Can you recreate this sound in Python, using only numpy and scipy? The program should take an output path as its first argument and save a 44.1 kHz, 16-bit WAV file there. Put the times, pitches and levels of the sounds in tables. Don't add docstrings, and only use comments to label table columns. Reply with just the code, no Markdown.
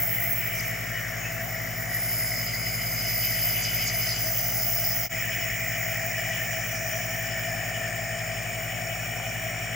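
import sys
import numpy as np
from scipy import signal
from scipy.fft import rfft, irfft, next_fast_len
from scipy.io import wavfile
from scipy.ndimage import uniform_filter1d, map_coordinates

SR = 44100
rng = np.random.default_rng(int(sys.argv[2]) if len(sys.argv) > 2 else 0)


def output_pcm(signal):
    pcm = np.clip(np.atleast_2d(signal).T, -1, 1) * 32767
    wavfile.write(sys.argv[1], SR, np.round(pcm).astype(np.int16))


N = 429975
FRAME, HOP = 1024, 512
TIME = np.arange(N) / SR
FRAME_TIME = np.arange(N // HOP + 2) * HOP / SR
FRAME_HZ = np.arange(FRAME // 2 + 1)[:, None] * SR / FRAME
STROKE_HZ, MAINS_HZ = 54.39, 60
GRASP_S, DIP_S = 1.81, 5.089


def from_db(db):
    return 10 ** (np.asarray(db) / 20)

def in_time(rows, time=TIME):
    times, *columns = np.transpose(rows)
    return [np.interp(time, times, column) for column in columns]

def at_hz(points, hz):
    known_hz, values = np.transpose(points)
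    return np.interp(np.log(np.maximum(hz, 1)), np.log(known_hz), values)

def drift(rate):
    return map_coordinates(rng.standard_normal(4096), [TIME * rate], order=2, mode="wrap")

def swell(t, spread):
    return np.exp(-np.minimum(((TIME - t) / spread) ** 2 / 2, 50))

def surge(turns, peak_at, sharpness):
    power = np.exp(sharpness * np.cos(2 * np.pi * (turns - peak_at)))
    return np.sqrt(power / power.mean())

def resonances(modes):
    return np.sqrt(sum(from_db(db) ** 2 / (1 + 2 * ((FRAME_HZ - hz) / width) ** 2) ** 2
                       for hz, width, db in modes))

# f/Hz, correlation (0-1)
COHERENCE = [(100, 0.75), (280, 0.66), (430, 0.21), (680, 0.82), (950, 0.81), (2200, 0.56), (3400, 0.52),
             (5000, 0.61), (7000, 0.9), (9400, 1), (11400, 1), (15500, 1)]
def turbulence(gain):
    mid, side = rng.standard_normal((2, len(FRAME_HZ), 2 * len(FRAME_TIME))).view(complex)
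    alike = np.clip(at_hz(COHERENCE, FRAME_HZ), -1, 1)
    mid, side = gain * np.sqrt(1 + alike) * mid, gain * np.sqrt(1 - alike) * side
    grains = irfft(np.array([(mid + side).T, (mid - side).T])) * signal.get_window("cosine", FRAME)
    noise = (grains[:, 1:, :HOP] + grains[:, :-1, HOP:]).reshape(2, -1)[:, :N]
    return noise / np.std(noise)

def noise_band(hz, width_hz):
    return turbulence(resonances([(hz, width_hz, 0)]))

# t/s, tilt (0-1)
CUP_TILT = [(1.8, 0), (2.5, 0.76), (3.3, 0.93), (4.0, 0.81), (4.4, 0.49), (5.05, 0.31), (5.13, 0.02)]
def posture(time=TIME):
    tilt, = in_time(CUP_TILT, time)
    grasped = np.clip((time - GRASP_S) / 0.4, 0, 1)
    moved = np.clip((time - DIP_S) / 0.02, 0, 1)
    return tilt, grasped * (1 - moved), moved


# f/STROKE_HZ, level/dB
PISTON_HARMONICS = [(2, -41.5), (3, -46), (4, -56), (5, -68), (6, -62.5), (7, -62), (8, -62), (9, -70),
                    (10, -66), (11, -63), (12, -60.5), (13, -58.5)]
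# f/MAINS_HZ, level/dB
HUM_HARMONICS = [(2, -42), (4, -59.5)]
def compressor(turns):
    tilt, _, _ = posture()
    lean_db = 4 * tilt
    thump = -from_db(-48.5 + lean_db) * np.cos(2 * np.pi * turns)
    piston = sum(from_db(db) * np.sin(2 * np.pi * (k * turns + rng.random()))
                 for k, db in PISTON_HARMONICS)
    hum = sum(from_db(db) * np.cos(2 * np.pi * k * MAINS_HZ * TIME) for k, db in HUM_HARMONICS)
    nearness = from_db(0.31 * (lean_db - np.median(lean_db)) + 0.26 * drift(11))
    return np.sqrt(2) * (thump + (piston + hum) * nearness)

# f/Hz, width/Hz, relative level/dB
CASING_MODES = [(672, 50, 1), (754, 64, -6.5)]
# t/s, relative level/dB
CASING_ENVELOPE = [(0.1, -43), (1.0, -46), (1.5, -40), (2.1, -44), (3.4, -43), (4.0, -42.5), (4.7, -39),
                   (5.3, -42.5), (6.1, -37.5), (6.6, -39.5), (7.7, -37), (8.6, -39), (9.1, -36.5),
                   (9.7, -39.5)]
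def casing(mode_hz=658, waver_hz=8):
    phase = 2 * np.pi * np.cumsum(mode_hz + waver_hz * drift(45)) / SR
    mode = np.sqrt(2) * from_db(-6.5 + 3 * drift(22)) * np.cos(phase)
    boom = from_db(-2.5) * turbulence(resonances(CASING_MODES))
    _, _, moved = posture()
    focus = from_db(0.96 * moved)
    return from_db(in_time(CASING_ENVELOPE)[0]) * (mode * focus + boom / focus)

# t/s, f/Hz
LOW_PITCH = [(0.1, 1997), (1.1, 1899), (1.6, 1984), (1.9, 1923), (2.4, 2038), (3.9, 2012), (4.4, 1958),
             (5.9, 1933), (6.7, 1816), (8.2, 1821), (8.6, 1892), (9.7, 1830)]
def whistle_regimes(time=TIME):
    tilt, _, moved = posture(time)
    low_hz, = in_time(LOW_PITCH, time)
    high_hz = 2230 - 20 * tilt + 109.5 * moved
    return low_hz, high_hz, 0.87 + 0.03 * tilt

# t/s, relative level/dB
LOW_FLOW = [(0.02, -37), (0.17, -32.5), (0.5, -40.5), (0.85, -37), (1.03, -34.5), (1.2, -40), (1.48, -40),
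            (1.6, -35.5), (1.73, -43), (1.92, -32.5), (2.12, -38.5), (2.3, -34), (2.6, -36.5),
            (3.89, -37.5), (4.2, -39), (4.6, -40.5), (4.73, -48), (4.84, -36), (5.08, -43), (5.13, -35.5),
            (5.9, -34), (6.5, -37.5), (8.15, -40), (8.45, -40.5), (9.25, -42.5), (9.65, -38)]
HIGH_FLOW = [(0.05, -44), (0.48, -37.5), (1.39, -45), (4.05, -38), (4.19, -44.5), (5.02, -42), (5.08, -41),
             (5.16, -37), (8.17, -40.5), (9.65, -39), (9.7, -41)]
def whistle(turns, valve_at=0.31, drop_at=0.69, shut_turns=0.029):
    low_hz, high_hz, tonal = whistle_regimes()
    _, _, moved = posture()
    part = (turns - valve_at) % 1
    sag_hz = 260.5 * (1 - 0.5 * moved)
    upper_hz = high_hz + sag_hz * (0.5 - part)
    high = (1 + np.tanh(7 * (drop_at - part + 0.13 * drift(130)))) / 2
    hz = low_hz + (upper_hz - low_hz) * high + 38 * drift(60) + 55 * drift(700)
    low_db = in_time(LOW_FLOW)[0] + 3.15 + 1.5 * drift(45)
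    high_db = in_time(HIGH_FLOW)[0] + 1.5
    level_db = low_db * (1 - high) + high_db * high + 0.5 * drift(290)
    opening = 1 - np.exp(-(np.minimum(part, 1 - part) / shut_turns) ** 2)
    strength = uniform_filter1d(from_db(level_db) * opening, size=44)
    return np.sqrt(2 * tonal) * strength * np.sin(2 * np.pi * np.cumsum(hz) / SR)

def rasp(turns):
    low_hz, high_hz, _ = whistle_regimes(FRAME_TIME)
    _, _, tonal = whistle_regimes()
    low = noise_band(low_hz, width_hz=170) * surge(turns, peak_at=0.24, sharpness=1.0)
    high = noise_band(high_hz, width_hz=330) * surge(turns, peak_at=0.17, sharpness=0.067)
    low_db, high_db = in_time(LOW_FLOW)[0] + 2.5, in_time(HIGH_FLOW)[0] + 5.5
    return np.sqrt(1 - tonal) * (from_db(low_db) * low + from_db(high_db) * high)

# t/s, level/dB
HOLLOW_ENVELOPE = [(0.1, -49), (1.1, -45), (2.2, -54), (5.08, -54), (5.15, -44), (7.1, -43), (7.4, -40.5),
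                   (8.15, -41.5), (8.45, -50), (9.7, -47)]
def hollow_tone(centre_hz=1805, flutter_db=3.5):
    hz = centre_hz + 38 * drift(80) + 60 * drift(600)
    level_db = in_time(HOLLOW_ENVELOPE)[0] + flutter_db * drift(90)
    return np.sqrt(2) * from_db(level_db) * np.sin(2 * np.pi * np.cumsum(hz) / SR)

# f/Hz, width/Hz, relative level/dB
TUBE_MODES = [(2536, 200, -6.5), (2956, 81, 0.5), (3140, 13, -18), (3180, 410, -13)]
# t/s, relative level/dB
TUBE_ENVELOPE = [(0.1, -48), (1.3, -49), (1.55, -51.5), (2.1, -49.5), (2.35, -52.5), (2.95, -45),
                 (3.2, -44.5), (3.67, -40), (4.15, -43.5), (5.05, -47.5), (5.2, -42.5), (5.8, -47),
                 (6.45, -43.5), (7.0, -46), (9.7, -45)]
def air_line(turns, flutter_db=2.5):
    puff = noise_band(1500, width_hz=480) * surge(turns, peak_at=0.3, sharpness=0.56)
    tube_db = in_time(TUBE_ENVELOPE)[0] + 0.65 + flutter_db * drift(24)
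    tube = turbulence(resonances(TUBE_MODES)) * surge(turns, peak_at=0.33, sharpness=0.19)
    return from_db(-46.5) * puff + from_db(tube_db) * tube

# t/s, f/Hz
CUP_FUNDAMENTAL = [(1.3, 5320), (1.75, 5230), (2.05, 5160), (2.38, 5160), (2.48, 5080), (4.15, 5094),
                   (4.4, 5155), (5.06, 5240), (5.12, 5320), (8.35, 5323), (8.9, 5510), (9.4, 5630),
                   (9.7, 5570)]
# f/f0, width/Hz, relative level/dB
CUP_MODE = [(1.0, 186, -0.5), (0.95, 440, -11.5)]
OVERTONE_MODE = [(2.049, 422, 0)]
def cup_ring(sputter_sag_hz=110, flicker_db=1.85):
    tilt, held, moved = posture()
    excited = sum(swell(t, spread) for t, _, spread, _ in SPUTTER_EVENTS)
    ring_db = -48.98 + 8.5 * held + 3.5 * tilt + 4 * excited
    ring_db += moved * (3.5 - 0.5 * (TIME - DIP_S))
    spray_db, _ = mist_levels()
    overtone_db = spray_db - 13.98 + 11.5 * held
    sag = np.interp(FRAME_TIME, TIME, sum(swell(t, 0.033) for t, *_ in SPUTTER_EVENTS))
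    cup_hz = in_time(CUP_FUNDAMENTAL, FRAME_TIME)[0] - sputter_sag_hz * sag
    broadening = 1 + 0.12 * posture(FRAME_TIME)[0] ** 2
    ring = 0
    for modes, level_db in ((CUP_MODE, ring_db), (OVERTONE_MODE, overtone_db)):
        response = resonances([(k * cup_hz, width * broadening, db) for k, width, db in modes])
        ring += from_db(level_db + flicker_db * drift(40)) * turbulence(response)
    return ring

# t/s, f/Hz, level/dB
SECOND_MODE = [(0.1, 6020, -52), (1.8, 5750, -50.5), (2.45, 6200, -47), (2.75, 6300, -50),
               (3.1, 6100, -43.5), (3.6, 6100, -44), (4.1, 6030, -41), (5.05, 5940, -42.5),
               (5.15, 5900, -48), (6.3, 5820, -47), (6.9, 5853, -42), (7.6, 5770, -53.5), (9.7, 5850, -60)]
def second_ring(wander_hz):
    hz, _ = in_time(SECOND_MODE, FRAME_TIME)
    _, level_db = in_time(SECOND_MODE)
    return from_db(level_db) * noise_band(hz + wander_hz, width_hz=190)

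# t/s, f/Hz
JET_CENTRE = [(0.3, 7240), (1.3, 6950), (3.3, 7000), (8.0, 6990), (8.8, 7020)]
# f/fc, width/Hz, relative level/dB
JET_PEAKS = [(0.966, 316, -0.5), (1.026, 292, 0.5)]
def jet(wander_hz, fade_db_per_s=0.9):
    _, held, moved = posture()
    level_db = -48.5 + 4.5 * held + moved * (7 - fade_db_per_s * (TIME - DIP_S))
    centre_hz, = in_time(JET_CENTRE, FRAME_TIME)
    peaks = [(k * centre_hz + wander_hz, width, db) for k, width, db in JET_PEAKS]
    return from_db(level_db) * turbulence(resonances(peaks))

# f/Hz, width/Hz, relative level/dB
MASK_MODES = [(8660, 320, 0), (10050, 240, -6)]
def mask_ring(held_drop_hz=620):
    _, held, moved = posture()
    drop_hz = held_drop_hz * posture(FRAME_TIME)[1]
    modes = [(hz - drop_hz, width, db) for hz, width, db in MASK_MODES]
    return from_db(-58 + 4 * held + 7 * moved) * turbulence(resonances(modes))

def cup_hiss(turns):
    wander_hz = 35 * np.interp(FRAME_TIME, TIME, drift(6.4))
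    hiss = cup_ring() + second_ring(wander_hz) + jet(wander_hz) + mask_ring()
    return hiss * surge(turns, peak_at=0.58, sharpness=0.23)

# f/Hz, relative spectrum level/dB
AIR_SPECTRUM = [(20, -36), (38, -1), (70, -10), (100, -1), (150, -5.5), (215, 2.5), (300, -5), (450, -6),
                (580, -0.5), (950, -16.5), (1400, -11), (3500, -18.5), (4200, -20.5), (6000, -13),
                (16000, -26.5)]
def cooling_air(level_db=-44):
    return from_db(level_db) * turbulence(from_db(at_hz(AIR_SPECTRUM, FRAME_HZ)))

# t/s, f/Hz, depth/dB
SPRAY_NOTCH = [(.35, 13500, -1), (.6, 14050, 8), (.85, 13100, 17), (1.3, 13000, 6), (1.7, 13500, 6),
               (2.0, 14000, 29), (2.35, 14240, 4), (2.6, 14200, 8), (3.9, 14300, 2), (4.4, 14400, 10),
               (5.05, 14700, 5), (5.12, 13400, 7), (9.7, 12800, 6)]
def mask_interference(width_hz=260, path_s=0.0011, sway_s=0.00004):
    hz, depth_db = in_time(SPRAY_NOTCH, FRAME_TIME)
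    notch = from_db(-depth_db / (1 + ((FRAME_HZ - hz) / width_hz) ** 2))
    delay = path_s + sway_s * np.interp(FRAME_TIME, TIME, drift(2.0))
    return notch * np.abs(1 + 0.25 * np.exp(2j * np.pi * FRAME_HZ * delay))

# t/s, relative level/dB
SPRAY_ENVELOPE = [(0.02, -34.5), (0.31, -36), (0.75, -42), (1.82, -43), (1.97, -33), (2.2, -34),
                  (2.44, -43.5), (3.5, -35.5), (3.69, -38.5), (4.93, -38), (5.14, -46.5), (6.95, -45.5),
                  (7.7, -52), (9.27, -48), (9.7, -54)]
SIZZLE_ENVELOPE = [(0.02, -36), (0.42, -31), (0.56, -44), (2.96, -43.5), (3.17, -32), (4.09, -38.5),
                   (4.36, -30.5), (5.03, -31.5), (5.12, -39), (5.3, -38.5), (7.27, -40.5), (7.73, -47),
                   (9.48, -45.5), (9.7, -48.5)]
def mist_levels(choke_db=6):
    loss_db = choke_db * sum(swell(t + spread, 0.027) for t, _, spread, _ in SPUTTER_EVENTS)
    return in_time(SPRAY_ENVELOPE)[0] + 4 - loss_db, in_time(SIZZLE_ENVELOPE)[0] + 2.2 - loss_db

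# t/s, spray f/Hz, sizzle f/Hz
MIST_CENTRES = [(0.05, 12670, 15500), (0.5, 12620, 15720), (0.95, 12700, 15820), (1.5, 12900, 15200),
                (1.9, 12690, 15200), (2.3, 13300, 15200), (2.5, 13180, 15200), (3.05, 13700, 14600),
                (3.7, 13000, 14500), (4.1, 12850, 14900), (4.4, 12810, 15230), (5.06, 12950, 15300),
                (5.12, 12660, 15500), (6.6, 12660, 15510), (7.5, 12570, 15300)]
# f/Hz, width/Hz, relative level/dB
SPRAY_MODES = [(13900, 600, 7.5), (10700, 170, -23), (13500, 12400, -14)]
def nozzle(turns, feed_db=1.66, droplet_db=1.3):
    tilt, _, _ = posture(FRAME_TIME)
    spray_db, sizzle_db = mist_levels()
    spray_hz, sizzle_hz = in_time(MIST_CENTRES, FRAME_TIME)
    shadow = mask_interference()
    spray_colour = shadow * resonances([(spray_hz, 380 + 300 * tilt, 13.5), *SPRAY_MODES])
    sizzle_colour = shadow * resonances([(sizzle_hz, 560, 0)])
    spray = from_db(spray_db + droplet_db * drift(450)) * turbulence(spray_colour)
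    sizzle = from_db(sizzle_db + droplet_db * drift(300)) * turbulence(sizzle_colour)
    feed = surge(turns, peak_at=0.98, sharpness=0.43) * from_db(feed_db * drift(28))
    return (spray + sizzle) * feed

# delay/s, level/dB
REFLECTIONS = [(.0093, -12.5), (0.016, -16.5), (0.0222, -20.5)]
def bedroom(direct):
    return direct + sum(from_db(db) * np.roll(direct, round(delay * SR), axis=-1)
                        for delay, db in REFLECTIONS)

# t/s, level/dB, spread/s, f/Hz, width/Hz
STRAY_EVENTS = [(0.5, -51, 0.35, 2830, 470), (0.586, -39, 0.009, 11500, 2000),
                (0.601, -36.5, 0.004, 5050, 220), (0.61, -41, 0.05, 5900, 1000),
                (1.17, -43, 0.27, 1800, 720), (1.24, -45, 0.08, 6700, 250),
                (1.256, -38.5, 0.019, 2580, 150), (1.35, -46.5, 0.07, 2630, 220),
                (9.2, -44.5, 0.014, 800, 820)]
def stray_noises():
    return sum(from_db(db) * swell(t, spread) * noise_band(hz, width)
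               for t, db, spread, hz, width in STRAY_EVENTS)

# t/s, level/dB, spread/s, starting f/Hz
SPUTTER_EVENTS = [(3.642, -32.5, 0.014, 6700), (3.884, -31.5, 0.017, 6700), (4.12, -39, 0.037, 5130)]
def sputters(end_hz=5100):
    glide = []
    for t, _, spread, start_hz in SPUTTER_EVENTS:
        glide += [(t - 0.52 * spread, start_hz), (t + spread, end_hz)]
    centre_hz, = in_time(glide, FRAME_TIME)
    envelope = sum(from_db(db) * swell(t, spread) for t, db, spread, _ in SPUTTER_EVENTS)
    return envelope * noise_band(centre_hz, width_hz=950)

# t/s, level/dB, spread/s
BUMP_EVENTS = [(5.52, -49, .025), (5.63, -52.5, 0.048), (8.17, -53.5, .06)]
def bumps(band_hz=(34, 70)):
    bandpass = signal.butter(2, band_hz, "band", fs=SR, output="sos")
    rumble = signal.sosfilt(bandpass, rng.standard_normal(N))
    envelope = sum(from_db(db) * swell(t, spread) for t, db, spread in BUMP_EVENTS)
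    return envelope * rumble / np.std(rumble)


def scene():
    turns = STROKE_HZ * TIME + 0.0049 * drift(6)
    motor = compressor(turns) + casing()
    airflow = whistle(turns) + rasp(turns) + hollow_tone() + air_line(turns)
    hiss = cup_hiss(turns) + sputters()
    return motor + bedroom(airflow + hiss) + cooling_air() + nozzle(turns) + bumps() + stray_noises()

# f/Hz, level/dB
PORT_BALANCE = [(54, 6), (108, 1), (120, 2.4), (163, 3.4), (310, .8), (440, 6), (680, 3.5), (1350, 5),
                (1900, 2.7), (2350, .5), (2970, 4.5), (4400, .5), (8000, 0)]
# f/Hz, phase/rad
PORT_LEAD = [(54, .1), (110, .5), (163, 0), (220, .55), (440, 1.2), (680, .2), (1350, .1), (1900, -.45),
             (2400, .45), (3600, -.3), (5000, .15), (8200, -.1), (9400, -1.5), (10700, -3), (12300, -3.25),
             (13800, -4.7), (14800, -6.1), (16000, -6.3)]
def record(dry, dip_half_s=0.034, dip_floor_db=-26, low_cut_hz=32, high_cut_hz=15760):
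    size = next_fast_len(N + FRAME)
    hz = np.arange(size // 2 + 1) * SR / size
    left = from_db(at_hz(PORT_BALANCE, hz) / 2) * np.exp(1j * at_hz(PORT_LEAD, hz) / 2)
    heard = irfft(rfft(dry, size) * np.array([left, 1 / left]), size)[:, :N]
    dip = np.clip(np.abs(TIME - DIP_S) / dip_half_s, from_db(dip_floor_db), 1)
    heard = signal.sosfilt(signal.butter(4, low_cut_hz, "high", fs=SR, output="sos"), heard * dip)
    return signal.sosfilt(signal.ellip(12, 0.1, 80, high_cut_hz, fs=SR, output="sos"), heard)


dry = scene()
out = record(dry)
output_pcm(out)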